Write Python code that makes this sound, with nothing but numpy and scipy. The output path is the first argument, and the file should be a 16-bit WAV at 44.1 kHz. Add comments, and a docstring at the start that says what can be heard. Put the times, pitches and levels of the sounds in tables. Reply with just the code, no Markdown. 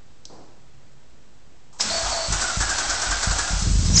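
"""A quiet garage: a petrol car is started with its bonnet open.
A relay clicks and the fuel pump primes; the starter slams in and grinds, whining under load.
Single cylinders cough through the exhaust pipe and the starter gear clatters at each compression.
The engine catches and runs up; its belt slips and squeals."""
import sys
import numpy as np
from scipy import signal
from scipy.io import wavfile

SR = 44100
rng = np.random.default_rng(int(sys.argv[2]) if len(sys.argv) > 2 else 0)


def log_audio(samples):
    """Write samples as a 16-bit WAV file to the path given in sys.argv[1]."""
    # one column per channel
    frames = np.atleast_2d(samples).T
    # limit to full scale, then quantise
    limited = np.clip(frames, -1, 1)
    pcm = np.round(limited * 32767).astype(np.int16)
    wavfile.write(sys.argv[1], SR, pcm)


N = 176400
TIME = np.arange(N) / SR
FLUTTER_HZ, FLUTTER_DEPTH = 28, 0.33
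# flywheel overruns the pinion: start_s, clatter_gain_db, whirr_pitch_hz, whirr_gain_db
OVERRUNS = [(2.319, 1, 1530, -2), (2.408, -1.5, 1520, 3.5), (2.473, -9.5, 1430, -4.5),
            (2.6, 0.5, 1700, 3.5), (2.689, -0.5, 1630, 2), (2.778, -0.5, 1580, 0.5), (2.891, 0, 1570, 2),
            (3.014, -1, 1560, 1), (3.104, -0.5, 1620, 2), (3.224, 0, 1600, -1.5), (3.305, -2, 1580, -3),
            (3.38, 0.5, 1690, 1), (3.471, -12, 1430, -4)]


def from_db(db):
    """Decibels to gain."""
    return 10 ** (np.asarray(db) / 20)


def rms_one(x):
    """Scale to unit rms."""
    return x / np.sqrt(np.mean(x ** 2) + 1e-20)


def level(rows):
    """Gain along (time_s, level_db) rows; silent before the first."""
    return from_db(np.interp(TIME, *np.transpose(rows), left=-150))


def smooth(x, hz):
    """Two one-pole low-passes in series."""
    pole = np.exp(-2 * np.pi * hz / SR)
    return signal.lfilter([(1 - pole) ** 2], [1, -2 * pole, pole * pole], x + 1e-18)


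def noise(spectrum):
    """Third-octave noise bands shaped by (freq_hz, density_db) rows; unit rms."""
    hz, db = np.transpose(spectrum)
    edges_hz = 20 * 2 ** (np.arange(28) / 3)
    white = rng.standard_normal((2, N + SR // 4))
    out = 0
    for k, (low, high) in enumerate(zip(edges_hz, edges_hz[1:])):
        centre = np.sqrt(low * high)
        if hz.min() / 2 < centre < hz.max() * 2:
            outside_oct = abs(np.log2(centre / np.clip(centre, hz.min(), hz.max())))
            gain = from_db(np.interp(np.log(centre), np.log(hz), db) - 20 * outside_oct)
            band = signal.butter(2, [low, high], "band", fs=SR, output="sos")
            out = out + gain * signal.sosfilt(band, white[k % 2])
    return rms_one(out[-N:])


def burst(start_s, attack_s, hold_s, t60_s):
    """Linear rise; exponential decay from hold_s after the start."""
    age = TIME - start_s
    return np.clip(age / attack_s, 0, 1) * from_db(-60 * np.maximum(age - hold_s, 0) / t60_s)


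def whistle(hz, width_hz):
    """Tone widened by phase wander; unit rms."""
    wander = np.sqrt(2 * np.pi * abs(width_hz) / SR) * rng.standard_normal(N)
    return np.sqrt(2) * np.sin(np.cumsum(2 * np.pi * hz / SR + wander))


def glide(rows, width_hz):
    """Rough whistle along (time_s, pitch_hz, level_db) rows."""
    time_s, hz, db = np.transpose(rows)
    gain = from_db(np.interp(TIME, time_s, db, left=-150, right=-150))
    return gain * whistle(np.interp(TIME, time_s, hz), width_hz)


def knocks(rows, spectrum, t60_s):
    """Metal contacts at (start_s, level_db) rows, sharing one spectrum."""
    return noise(spectrum) * sum(from_db(db) * burst(s, 0.00028, 0.00043, t60_s) for s, db in rows)


def reverb(x, wet_db, t60_s=0.7):
    """Direct sound plus dense reflections; default decay is the garage's."""
    age = TIME[:SR]
    tail = rng.standard_normal(SR) * from_db(-60 * age / t60_s) * (age > .003)
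    return x + from_db(wet_db) * signal.fftconvolve(x, tail / np.linalg.norm(tail))[:N]


def gears():
    """Rasp, growl and clatter, reflected in the engine bay and chopped by meshing teeth."""
    # gear and valve-train rasp, housing and block growl: time_s, level_db
    rasp_levels = [(1.786, -49), (1.806, -21), (1.85, -28.5), (2.1, -28.5), (2.21, -32), (2.4, -29),
                   (3.66, -29), (3.77, -32.5), (3.87, -29), (4, -29.5)]
    growl_levels = [(1.794, -54), (1.802, -34.5), (1.9, -29.5), (2.12, -32), (2.28, -35), (2.4, -29.5),
                    (2.56, -33.5), (2.85, -30), (3.45, -32), (3.62, -36), (3.78, -42.5), (3.94, -37),
                    (3.98, -38)]
    # their spectra and the gear clatter's: freq_hz, density_db
    rasp_spectrum = [(1000, -37.5), (2000, -10.5), (2700, -8.5), (3600, -4), (5400, 3.5), (7600, 3),
                     (8400, -1)]
    growl_spectrum = [(60, 6.5), (130, -5.5), (210, -4.5), (520, -4.5), (740, 2), (1450, 2.5), (1900, -2),
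                      (3000, -4), (5000, -3)]
    clatter_spectrum = [(250, -4), (700, -7), (1100, 4), (1550, 3.5), (2400, -27), (3600, -6.5),
                        (5200, 1.5), (7500, 2.5), (8400, -15)]
    hits = sum(from_db(db - 21.5) * burst(start_s, attack_s=0.0076, hold_s=0.0095, t60_s=0.17)
               for start_s, db, _, _ in OVERRUNS)
    teeth = rms_one(1 + 0.24 * whistle(hz=661, width_hz=350))
    rasp, growl, clatter = (rms_one(reverb(noise(spectrum), wet_db=-3.5, t60_s=0.15))
                            for spectrum in (rasp_spectrum, growl_spectrum, clatter_spectrum))
    return teeth * (level(rasp_levels) * rasp + level(growl_levels) * growl + hits * clatter)


def grind():
    """Coarse grinding of the loaded starter gear."""
    # grinding: freq_hz, density_db
    spectrum = [(650, -14.5), (900, 5.5), (1100, 0.5), (1600, -3.5)]
    return from_db(-33.5) * noise(spectrum) * burst(2.03, attack_s=0.019, hold_s=0.12, t60_s=0.71)


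def starter_tones():
    """The starter whines against two compressions; its gears chirp as the speed swings."""
    # gear chirp: time_s, pitch_hz, level_db
    chirp = [(1.895, 4180, -40), (1.908, 4190, -27), (1.922, 4300, -35), (1.936, 4500, -29),
             (1.964, 4600, -34), (2.0, 4800, -55), (2.09, 4750, -52), (2.129, 4450, -28),
             (2.147, 4220, -32), (2.175, 4200, -55)]
    # groans and whines: start_s, hold_s, pitch_hz, level_db, width_hz
    whines = [(1.842, 0.029, 214.5, -38.5, 14), (1.9, 0.12, 664, -31.5, 15.6),
              (1.955, 0.036, 4455, -31, 15), (1.97, .06, 4220, -41, 25), (2.055, 0.074, 724, -37.5, 22),
              (2.117, 0.12, 661, -32, 18.6), (2.13, 0.15, 4220, -39.5, 20), (2.151, 0.11, 4500, -33, 30)]
    out = glide(chirp, width_hz=90)
    for start_s, hold_s, hz, db, width_hz in whines:
        flutter = rms_one(1 + FLUTTER_DEPTH * whistle(FLUTTER_HZ, width_hz=30))
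        envelope = from_db(db) * burst(start_s, attack_s=0.012, hold_s=hold_s, t60_s=0.38)
        out = out + envelope * flutter * whistle(hz, width_hz)
    return out


def freewheel():
    """Each overrun spins the freewheel up; its tone sags while the housing rings along."""
    # housing tones: pitch_hz, level_db, width_hz
    housing_tones = [(680, -43, 21.7), (741.5, -41, 32.3), (1405, -40, 31.8)]
    sag_hz_per_s = 708
    whirr, housing_gain = 0, 0
    for start_s, _, hz, db in OVERRUNS:
        pitch_hz = hz - sag_hz_per_s * np.clip(TIME - start_s, 0, .5)
        envelope = from_db(db - 33) * burst(start_s, attack_s=0.0099, hold_s=0.02, t60_s=0.64)
        whirr = whirr + envelope * whistle(pitch_hz, width_hz=44.3)
        housing_gain = np.maximum(housing_gain, burst(start_s, attack_s=0.02, hold_s=0.058, t60_s=0.41))
    housing = sum(from_db(db) * whistle(hz, width_hz) for hz, db, width_hz in housing_tones)
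    flutter = 1 + FLUTTER_DEPTH * whistle(FLUTTER_HZ, width_hz=10.5)
    return (whirr + housing_gain * housing) * flutter


def exhaust():
    """Each firing is a soft puff that rings the pipe: first singly, then faster and brighter."""
    # lone firings: start_s, gain_db, cutoff_hz
    lone_firings = [(2.031, -0.5, 67.5), (2.283, 2.5, 84), (2.302, 0.5, 220), (2.570, 3, 130),
                    (2.863, -4, 61), (3.067, -5, 100), (3.089, 1, 60), (3.271, 6, 142), (3.504, 4, 80),
                    (3.53, -1.5, 262)]
    # run-up: time_s, firings_per_s, gain_db, tilt_db_per_oct
    run_up = [(3.621, 17, 4.5, 4), (3.69, 25, 6.5, 4.5), (3.739, 24, 4.5, 3), (3.799, 28.5, 5, 2),
              (3.869, 39.5, 3, 3.5), (3.948, 55, 5.5, 14), (4, 63, -2, 8)]
    # pipe resonances: freq_hz, gain_db, t60_s
    pipe_modes = [(44.9, -14.5, 0.45), (78.6, -24, 0.52), (101, -25.5, .28), (132.5, -34.5, 0.3),
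                  (159, -28, 0.29), (184, -34, 0.36)]
    muffler_hz, bass_cut_hz, pivot_hz = 226, 34.3, 109
    time_s, rate, db, tilt = np.transpose(run_up)
    cycles = np.cumsum(np.interp(TIME, time_s, rate, left=0)) / SR
    firings = np.diff(np.ceil(cycles), prepend=0) * from_db(np.interp(TIME, time_s, db))
    coughs = sum(from_db(cough_db) * smooth(signal.unit_impulse(N, int(start_s * SR)), cutoff_hz)
                 for start_s, cough_db, cutoff_hz in lone_firings)
    roughness = 1 + 0.17 * rms_one(smooth(rng.standard_normal(N), hz=500))
    puffs = (smooth(firings, hz=185) + coughs) * roughness
    tilt_db_per_oct = np.interp(TIME, time_s, tilt)
    pipe = 0
    for hz, mode_db, t60_s in pipe_modes:
        radius, angle = from_db(-60 / (t60_s * SR)), 2 * np.pi * hz / SR
        drive = puffs * from_db(mode_db + tilt_db_per_oct * np.log2(hz / pivot_hz))
        pipe = pipe + signal.lfilter([.5, 0, -.5], [1, -2 * radius * np.cos(angle), radius ** 2], drive)
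    muffled = signal.sosfilt(signal.butter(2, muffler_hz, fs=SR, output="sos"), pipe)
    return signal.sosfilt(signal.butter(2, bass_cut_hz, "high", fs=SR, output="sos"), muffled)


def belt():
    """The slipping belt scrubs on its pulley; its squeal jumps between pitches."""
    # scrub: freq_hz, density_db
    spectrum = [(700, -4.5), (6500, -3)]
    # squeal: time_s, pitch_hz, level_db
    squeal = [(3.925, 5614, -45), (3.938, 5727, -26), (3.95, 5800, -22), (3.959, 6300, -16.5),
              (3.966, 7000, -13.5), (3.971, 5156, -16.5), (3.98, 5078, -10), (3.985, 6490, -17.5),
              (3.992, 7060, -14.5), (4.03, 7160, -38)]
    start_s, attack_s = 3.961, 0.0054
    scrub = from_db(-31.5) * noise(spectrum) * np.clip((TIME - start_s) / attack_s, 0, 1)
    return scrub + reverb(glide(squeal, width_hz=150), wet_db=-0.5)


def solenoid():
    """The pinion knocks on the ring gear; the solenoid shuts and bounces, ringing the steel."""
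    # pinion knock: freq_hz, density_db
    spectrum = [(600, -15), (1250, 3), (2000, -19)]
    # contacts: start_s, level_db
    contacts = [(1.8035, -26), (1.807, -18.5), (1.8086, -10), (1.8128, -16), (1.818, -25)]
    # steel resonances: freq_hz, gain_db, t60_s
    steel_modes = [(1200, -15, .008), (4200, -18, 0.0052), (5100, -17.5, 0.31), (5300, 1.5, .011),
                   (6020, -6, .004), (7150, -2, .004)]
    knock = knocks([(1.7975, -26.5)], spectrum, t60_s=0.05)
    age = TIME[:SR // 2]
    ring = sum(from_db(db - 60 * age / t60_s) * np.sin(2 * np.pi * hz * age)
               for hz, db, t60_s in steel_modes)
    slam = np.zeros(N)
    for start_s, db in contacts:
        first = int(start_s * SR)
        slam[first:first + len(ring)] += from_db(db) * ring
    return knock + reverb(slam, wet_db=-7.5)


def engine_rush():
    """Low turbulence of the running engine."""
    # swell: time_s, level_db
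    levels = [(3.6, -43), (3.675, -30.5), (3.78, -38.5), (3.97, -30)]
    # turbulence: freq_hz, density_db
    spectrum = [(130, 2.5), (250, -8.5), (600, -18)]
    return level(levels) * noise(spectrum)


def relay():
    """One sharp click with a faint tail."""
    # contact: start_s, level_db
    click = [(.2535, -34)]
    # its ring: freq_hz, density_db
    spectrum = [(300, 3), (1100, -19), (2400, -27), (4800, 4), (7000, -5.5)]
    return knocks(click, spectrum, t60_s=0.028) + from_db(-18) * knocks(click, spectrum, t60_s=1)


def fuel_pump():
    """The pump primes in one short surge, then hums on briefly."""
    # surge: freq_hz, density_db
    spectrum = [(100, -10), (195, -5.5), (386, -2.5), (895, -9), (1170, -16.5), (3000, -42)]
    start_s, t60_s = 0.295, 0.72
    surge = noise(spectrum) * burst(start_s, attack_s=0.0049, hold_s=0.12, t60_s=t60_s)
    hum = whistle(hz=134, width_hz=0.65) * burst(start_s, attack_s=0.44, hold_s=0.75, t60_s=t60_s)
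    return from_db(-47) * surge + from_db(-61) * hum


def ignition_key():
    """The key turns just before the starter engages."""
    # key noise: freq_hz, density_db
    spectrum = [(1000, 8), (1800, -21), (8000, -2)]
    return from_db(-51) * noise(spectrum) * burst(1.727, attack_s=0.002, hold_s=0.038, t60_s=0.73)


def background():
    """Still garage air and a faint hum."""
    # air: freq_hz, density_db
    spectrum = [(40, 3.5), (180, -6), (500, -12), (2200, -21), (7500, -24)]
    # hum: pitch_hz, level_db
    hum = [(140, -66.5)]
    return from_db(-54.5) * noise(spectrum) + sum(from_db(db) * whistle(hz, 1.1) for hz, db in hum)


def scene():
    """All sources heard from in front of the car; same on both channels."""
    mono = (engine_rush() + background() + relay() + fuel_pump() + ignition_key() + solenoid()
            + gears() + grind() + starter_tones() + freewheel() + exhaust() + belt())
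    return np.array([mono, mono])


def record(dry):
    """Steep low-pass plus a small DC offset."""
    stopband_hz, dc_offset = 9200, 0.0125
    return signal.sosfilt(signal.cheby2(16, 70, stopband_hz, fs=SR, output="sos"), dry) + dc_offset


dry = scene()
out = record(dry)
log_audio(out)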